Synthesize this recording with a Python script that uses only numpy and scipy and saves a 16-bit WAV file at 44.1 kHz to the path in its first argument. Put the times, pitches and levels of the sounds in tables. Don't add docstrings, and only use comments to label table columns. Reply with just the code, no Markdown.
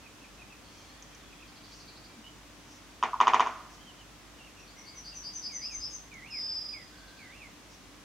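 import sys
import numpy as np
from scipy import signal
from scipy.fft import rfft, irfft, next_fast_len
from scipy.io import wavfile

SR = 44100
rng = np.random.default_rng(int(sys.argv[2]) if len(sys.argv) > 2 else 0)


def persist_wave(psi):
    counts = np.round(np.clip(psi, -1, 1) * 32767).astype(np.int16)
    wavfile.write(sys.argv[1], SR, np.atleast_2d(counts).T)


N = 354563
TIME_S = np.arange(N) / SR

# freq_hz, relative_db
AIR_SPECTRUM = [(25, -35), (32, -26), (39, -13), (52, 3.5), (72, -3.5), (130, -2), (280, -1), (420, -7),
                (950, -8.5), (1090, -6.5), (1400, -9.5), (3300, -12), (4200, -14.5), (6300, -14.5),
                (8000, -20), (15500, -30.5)]
# freq_hz, correlation
AIR_CORRELATION = [(60, 0.7), (130, 0.75), (290, 0.69), (640, 0.66), (1410, 0.47), (3100, 0.28),
                   (6820, 0.072), (15000, 0.16)]
# freq_hz, level_db
HUM_LINES = [(51, -64), (100, -70.5), (299, -66.5)]
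NOTE_SHAPES = { "rise": [(0, .93, 1), (.25, .96, 3.5), (.7, 1.01, 0.5), (1, 1.04, -14)],
               "swell": [(0, .97, -14), (.3, .98, -3.5), (.6, 1.0, 0.5), (.85, 1.015, -2.5),
               (1.05, 1.02, -26)], "dip": [(0, 1.025, -10), (.25, 1.02, -7.5), (.6, .998, 4),
               (.8, .98, -1.5), (1.1, 1.0, -8)], "slur": [(0, 1.06, -3), (.3, 0.94, 2), (.65, .98, -1.5),
               (1, 0.87, -2.5)], "arch": [(0, .96, -14), (.3, 1.02, -3.5), (.55, 1.05, -9), (.78, 1.0, 4),
               (1, .91, -7)], "flat": [(0, .985, 0), (.5, 1, -0.5), (1, 1.015, -2)],
               "fall": [(0, 1.1, -1.5), (.3, .99, 1.5), (.7, .91, -8), (1, .85, -11)],
               "swoop": [(0, 1.1, -2.5), (.13, .98, 0), (.35, .86, -4), (.5, 1.02, -0.5), (.61, 1.25, -5),
               (.7, 1.24, -4.5), (.8, 1.09, 3), (1, .89, -4)]}
# start_s, level_db
FAR_CHIRPS = [(.028, -53.5), (.207, -53.5), (.383, -51.5), (.491, -53.5), (1.294, -58), (1.392, -54)]
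# start_s, length_s, pitch_hz, level_db, shape
SINGLE_CALLS = [(2.24, 0.064, 3010, -56, "rise"), (3.77, .15, 3070, -56, "arch"),
                (3.98, .05, 3110, -58, "slur"), (4.383, .11, 2850, -58, "slur"),
                (4.56, .088, 2740, -59.5, "slur"), (4.76, 0.228, 2150, -60.5, "flat"),
                (5.12, 0.042, 2780, -56.5, "slur"), (6.921, .4, 1558, -62, "flat")]
# start_s, note_count, step_s, pitch_hz, level_db
FAR_TRILLS = [(1.475, 8, .08, 4540, -55.5), (6.871, 4.3, .1, 4440, -59.5)]
# start_s, level_db
TWIG_TICKS = [(1.0233, -37), (1.1473, -45), (6.139, -44)]
# start_s, length_s, level_db
TWIG_RUSTLES = [(0.621, .36, -62.5), (1.627, 0.26, -58), (2.628, 0.21, -59), (3.673, 0.13, -59),
                (7.675, 0.12, -59)]
# start_s, end_s, note_count, pitch_hz, level_db
TWITTER_RUNS = [(0.622, 1.702, 24, 3440, -68), (.62, .95, 12, 4600, -67.5), (.85, 1.2, 8, 1900, -68),
                (.7, 2.2, 18, 2500, -67), (6.35, 7.297, 18, 3600, -69)]
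# start_s, pitch_hz, peak_db
LOW_BUMPS = [(2.14, 236.3, -51), (5.75, 56.6, -48)]
# start_s, strength_db, hard_share
BEAK_STROKES = [(3.0268, -4, 1), (3.1319, -10, 0.17), (3.2026, 2.5, 0.72), (3.2705, 1, 0.94),
                (3.3348, 1, 0.91), (3.3962, -0.5, 1), (3.4623, -9.5, 0.7)]
# freq_hz, t60_s, direct_db, ground_db
LIMB_MODES = [(244, 0.24, -56, -44), (352.2, 0.32, -52.5, -49), (437.4, 0.25, -49.5, -39.5),
              (760, 0.093, -43, -31.5), (1011, 0.017, -7, -5), (1230, 0.0081, -9, -7.5),
              (1887, 0.055, -34, -23.5), (2497, 0.023, -28.5, -31.5), (3050, .01, -18.5, -35),
              (3604, 0.072, -39.5, -39), (4800, 0.012, -32, -42), (5620, 0.013, -35.5, -34.5),
              (6430, 0.01, -39, -24.5)]
# delay_s, gain_db
TRUNK_ECHOES = [(.0040, -11.5), (.0099, -24), (0.0126, -16), (.0151, -14), (0.0185, -8), (0.0265, -15.5),
                (0.0287, -7.5), (0.0319, -16), (.0332, -9.5), (0.0594, -16), (0.0639, -17.5)]
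# freq_hz, relative_db
BRANCH_SPECTRUM = [(120, -33), (220, -29), (440, -12), (540, -14.5), (780, -2.5), (1020, -29), (1300, -6.5),
                   (1520, -10.5), (1900, -11), (3100, -12.5), (4000, -28), (5000, -30.5), (6600, -30),
                   (8500, -39)]
# freq_hz, relative_db
DEEP_WOOD_SPECTRUM = [(150, -30), (300, -15), (480, -25), (630, -2), (800, -7), (1020, 2), (1430, -3.5),
                      (1650, -10.5), (2500, -16.5), (4000, -27.5), (6500, -23.5), (9000, -56)]
# freq_hz, relative_db
TWIG_SPECTRUM = [(1400, -26), (1850, 6), (2150, -6), (2450, 0), (2750, -16), (3100, -5), (3600, -11),
                 (4100, -20.5), (6600, -18.5), (8000, -35)]
# start_s, length_s, level_db, shape
THRUSH_NOTES = [(5.495, .28, -54, "swoop"), (6.114, 0.28, -50, "swoop"), (6.731, .11, -49, "fall"),
                (7.189, 0.29, -53.5, "swoop")]


def from_db(db):
    return 10 ** (np.asarray(db) / 20)


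def unit_rms(x):
    return x / np.sqrt(np.mean(x ** 2) + 1e-20)


def add(out, start_s, sound):
    at = max(round(start_s * SR), 0)
    part = sound[..., :max(N - at, 0)]
    out[..., at:at + part.shape[-1]] += part


def at_hz(table, hz):
    freq_hz, value = np.transpose(table)
    return np.interp(np.log(hz + 1), np.log(freq_hz), value)


def band(x, low_hz, high_hz):
    return signal.sosfilt(signal.butter(2, [low_hz, high_hz], "band", fs=SR, output="sos"), x)


def wander(size, rate_hz):
    return np.interp(np.arange(size) / SR * rate_hz, np.arange(4096), rng.standard_normal(4096))


def stereo_noise(size, spectrum, correlation):
    hz = np.fft.rfftfreq(size, 1 / SR)
    mid, side = rfft(rng.standard_normal((2, size)))
    alike = np.clip(at_hz(correlation, hz), 0, 1)
    pair = np.sqrt(1 + alike) * mid + np.sqrt(1 - alike) * side * [[1], [-1]]
    return unit_rms(irfft(pair * from_db(at_hz(spectrum, hz)), size))


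def air(noise_db=-53, drift_db=0.1):
    noise = from_db(noise_db) * stereo_noise(next_fast_len(N), AIR_SPECTRUM, AIR_CORRELATION)[:, :N]
    hum = sum(np.sqrt(2) * from_db(db) * np.sin(2 * np.pi * hz * TIME_S + 0.79 * wander(N, 8.6))
              for hz, db in HUM_LINES)
    return noise * from_db(drift_db * wander(N, 3.2)) + hum


def shaped(notes):
    return [[(start_s + share * length_s, hz * ratio, db + relative_db)
             for share, ratio, relative_db in NOTE_SHAPES[shape]]
            for start_s, length_s, hz, db, shape in notes]


def syrinx(contours, buzz_hz, swing_hz, throb, waver):
    out = np.zeros(N)
    for contour in contours:
        time_s, hz, db = np.transpose(contour)
        t = np.arange(time_s[0], time_s[-1], 1 / SR)
        buzz_rate_hz = buzz_hz * (1 + 0.036 * wander(len(t), 54))
        buzz = np.sin(2 * np.pi * np.cumsum(buzz_rate_hz) / SR)
        pitch_hz = np.interp(t, time_s, hz) * (1 + waver * wander(len(t), 245.5)) + swing_hz * buzz
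        edges = np.clip(np.minimum(t - t[0], t[-1] - t) / 0.0032, 0, 1)
        envelope = np.sqrt(2) * from_db(np.interp(t, time_s, db)) * edges * (1 + throb * buzz)
        add(out, time_s[0], envelope * np.sin(2 * np.pi * np.cumsum(pitch_hz) / SR))
    return out


def scatter(spectrum, correlation, t60_s, onset_s):
    t = TIME_S[:SR]
    build = 1 - np.exp(-(t / onset_s) ** 2)
    tail = stereo_noise(SR, spectrum, correlation) * from_db(-60 * t / t60_s) * build
    return unit_rms(tail) / np.sqrt(SR)


def through_wood(sound, wet_db, t60_s, pan_db):
    tail = scatter([(1000, 0), (8000, 0)], [(2000, 0.64), (6000, 0.23)], t60_s, onset_s=0.0018)
    echo = signal.fftconvolve(sound[None], tail, axes=1)[:, :N]
    wet = from_db(wet_db)
    return (sound + wet * echo) / np.hypot(1, wet) * from_db([[pan_db / 2], [-pan_db / 2]])


def far_birds(chirp_s=0.0498, chirp_hz=2530, trill_note_s=0.045):
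    chirps = [(start_s, chirp_s, chirp_hz, db, "arch") for start_s, db in FAR_CHIRPS]
    calls = syrinx(shaped(chirps + SINGLE_CALLS), buzz_hz=91.9, swing_hz=55, throb=0.15, waver=0.023)
    notes = [(start_s + k * step_s, trill_note_s, hz, db - 7 * (2 * k / count - 1) ** 2, "rise")
             for start_s, count, step_s, hz, db in FAR_TRILLS for k in range(round(count))]
    trills = syrinx(shaped(notes), buzz_hz=208, swing_hz=382, throb=0.23, waver=0.0594)
    return (through_wood(calls, wet_db=-4, t60_s=0.37, pan_db=-2)
            + through_wood(trills, wet_db=0.5, t60_s=0.62, pan_db=-0.5))


def twigs(tick_t60_s=0.028, tick_hz=(5300, 6900), rustle_hz=(5120, 6400)):
    out, t = np.zeros(N), TIME_S[:SR // 20]
    for start_s, db in TWIG_TICKS:
        burst = rng.standard_normal(len(t)) * from_db(-60 * t / tick_t60_s)
        tick = band(band(burst, *tick_hz), *tick_hz)
        add(out, start_s, from_db(db) * tick / np.abs(tick).max())
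    for start_s, length_s, db in TWIG_RUSTLES:
        size = round(length_s * SR)
        rustle = unit_rms(band(rng.standard_normal(size), *rustle_hz))
        add(out, start_s, from_db(db) * np.hanning(size) * rustle)
    return through_wood(out, wet_db=-6.5, t60_s=0.64, pan_db=0.1)


def twitter(note_s=0.05):
    notes = []
    for start_s, end_s, count, hz, db in TWITTER_RUNS:
        for k, (slip, detune, accent) in enumerate(rng.uniform(-1, 1, (round(count), 3))):
            onset_s = start_s + (end_s - start_s) * (k + (slip + 1) / 2) / count
            notes.append((onset_s, note_s, hz * (1 + 0.05 * detune), db + 2 * accent, "slur"))
    song = syrinx(shaped(notes), buzz_hz=120, swing_hz=50, throb=0.2, waver=0.011)
    return through_wood(song, wet_db=3, t60_s=0.26, pan_db=0)


def bumps(length_s=0.1):
    out, t = np.zeros(N), TIME_S[:round(length_s * SR)]
    for start_s, hz, db in LOW_BUMPS:
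        tone = np.sin(2 * np.pi * hz * t + wander(len(t), 64))
        add(out, start_s, from_db(db) * np.hanning(len(t)) * tone)
    return out


def limb_knock(levels_db, contact_s=0.00051):
    t = TIME_S[:SR // 4]
    modes = sum((-1) ** k * from_db(db - 60 * t / t60_s) * np.sin(2 * np.pi * hz * t)
                for k, ((hz, t60_s, *_), db) in enumerate(zip(LIMB_MODES, levels_db)))
    return modes * (1 - np.exp(-t / contact_s))


def knock_paths(ground_delay_s=0.00815):
    direct, ground = (limb_knock(levels_db) for levels_db in np.transpose(LIMB_MODES)[2:])
    paths = np.zeros((2, N))
    add(paths, 0, direct)
    add(paths, ground_delay_s, ground)
    for delay_s, db in TRUNK_ECHOES:
        add(paths, delay_s, from_db(db) * band(direct, 450, 1250))
    correlation = [(1000, 0.98), (6000, 0.65)]
    add(paths, 0.001, from_db(-1) * scatter(BRANCH_SPECTRUM, correlation, t60_s=0.25, onset_s=0.0063))
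    add(paths, 0.02, from_db(-3) * scatter(DEEP_WOOD_SPECTRUM, correlation, t60_s=0.77, onset_s=0.0068))
    add(paths, 0.009, from_db(-3.5) * scatter(TWIG_SPECTRUM, correlation, t60_s=0.071, onset_s=0.0014))
    return paths[:, :SR]


def woodpecker(soft_hz=(840, 1350), air_cutoff_hz=7600, lean_right=0.17):
    hard, soft = np.zeros((2, N))
    for start_s, db, hard_share in BEAK_STROKES:
        add(hard, start_s, from_db([db]) * hard_share)
        add(soft, start_s, from_db([db]) * (1 - hard_share))
    blows = hard + band(soft, *soft_hz)
    roll = signal.fftconvolve(blows[None], knock_paths(), axes=1)[:, :N]
    roll = signal.sosfilt(signal.butter(4, air_cutoff_hz, fs=SR, output="sos"), roll)
    upper_ring = band(roll, 1030, 1450)
    return roll + lean_right * upper_ring * [[-1], [1]]


def tit_notes(start_s, pitch_hz, climb_hz_per_s, full_db, stretch, shape, count):
    period_s, swell_s, swell_db = 0.1895, 0.93, 20.5
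    t = period_s * np.arange(count)
    levels_db = full_db - swell_db * (1 - t / swell_s) ** 2
    lengths_s = stretch * (0.054 + 0.0198 * t)
    return shaped(zip(start_s + t, lengths_s, pitch_hz + climb_hz_per_s * t, levels_db, [shape] * count))


def tit():
    low = tit_notes(start_s=4.661, pitch_hz=4500, climb_hz_per_s=500, full_db=-35,
                    stretch=1.02, shape="swell", count=7)
    high = tit_notes(start_s=4.569, pitch_hz=5768, climb_hz_per_s=355, full_db=-39,
                     stretch=1, shape="dip", count=8)
    song = (syrinx(low, buzz_hz=169.2, swing_hz=232, throb=0.36, waver=0.016)
            + syrinx(high, buzz_hz=164.4, swing_hz=140, throb=0.16, waver=0.0113))
    return through_wood(song, wet_db=1, t60_s=0.36, pan_db=1)


def thrush(pitch_hz=2211):
    notes = [(start_s, length_s, pitch_hz, db, shape) for start_s, length_s, db, shape in THRUSH_NOTES]
    song = syrinx(shaped(notes), buzz_hz=75.5, swing_hz=69.4, throb=0.48, waver=0.0117)
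    return through_wood(song, wet_db=-6, t60_s=0.32, pan_db=-3)


def whistler(start_s=6.303, length_s=0.44, pitch_hz=5010, level_db=-36.7):
    slide_hz, slide_s, sag_hz = 170, 0.0272, 124.4
    attack_db, attack_s, fade_db = 15, 0.025, 7
    t = np.linspace(0, length_s, 60)
    tiring = (t / length_s) ** 4
    hz = pitch_hz + slide_hz * np.exp(-t / slide_s) - sag_hz * tiring
    db = level_db - attack_db * np.exp(-t / attack_s) - fade_db * tiring
    contour = np.transpose([start_s + t, hz, db])
    song = syrinx([contour], buzz_hz=416, swing_hz=136, throb=0.23, waver=0.0049)
    return through_wood(song, wet_db=-3.5, t60_s=0.59, pan_db=-1.5)


def scene():
    return woodpecker() + tit() + whistler() + thrush() + far_birds() + twitter() + twigs() + bumps() + air()


def record(dry):
    cutoff_hz = 15750
    return signal.sosfilt(signal.ellip(10, 0.1, 80, cutoff_hz, fs=SR, output="sos"), dry)


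dry = scene()
out = record(dry)
persist_wave(out)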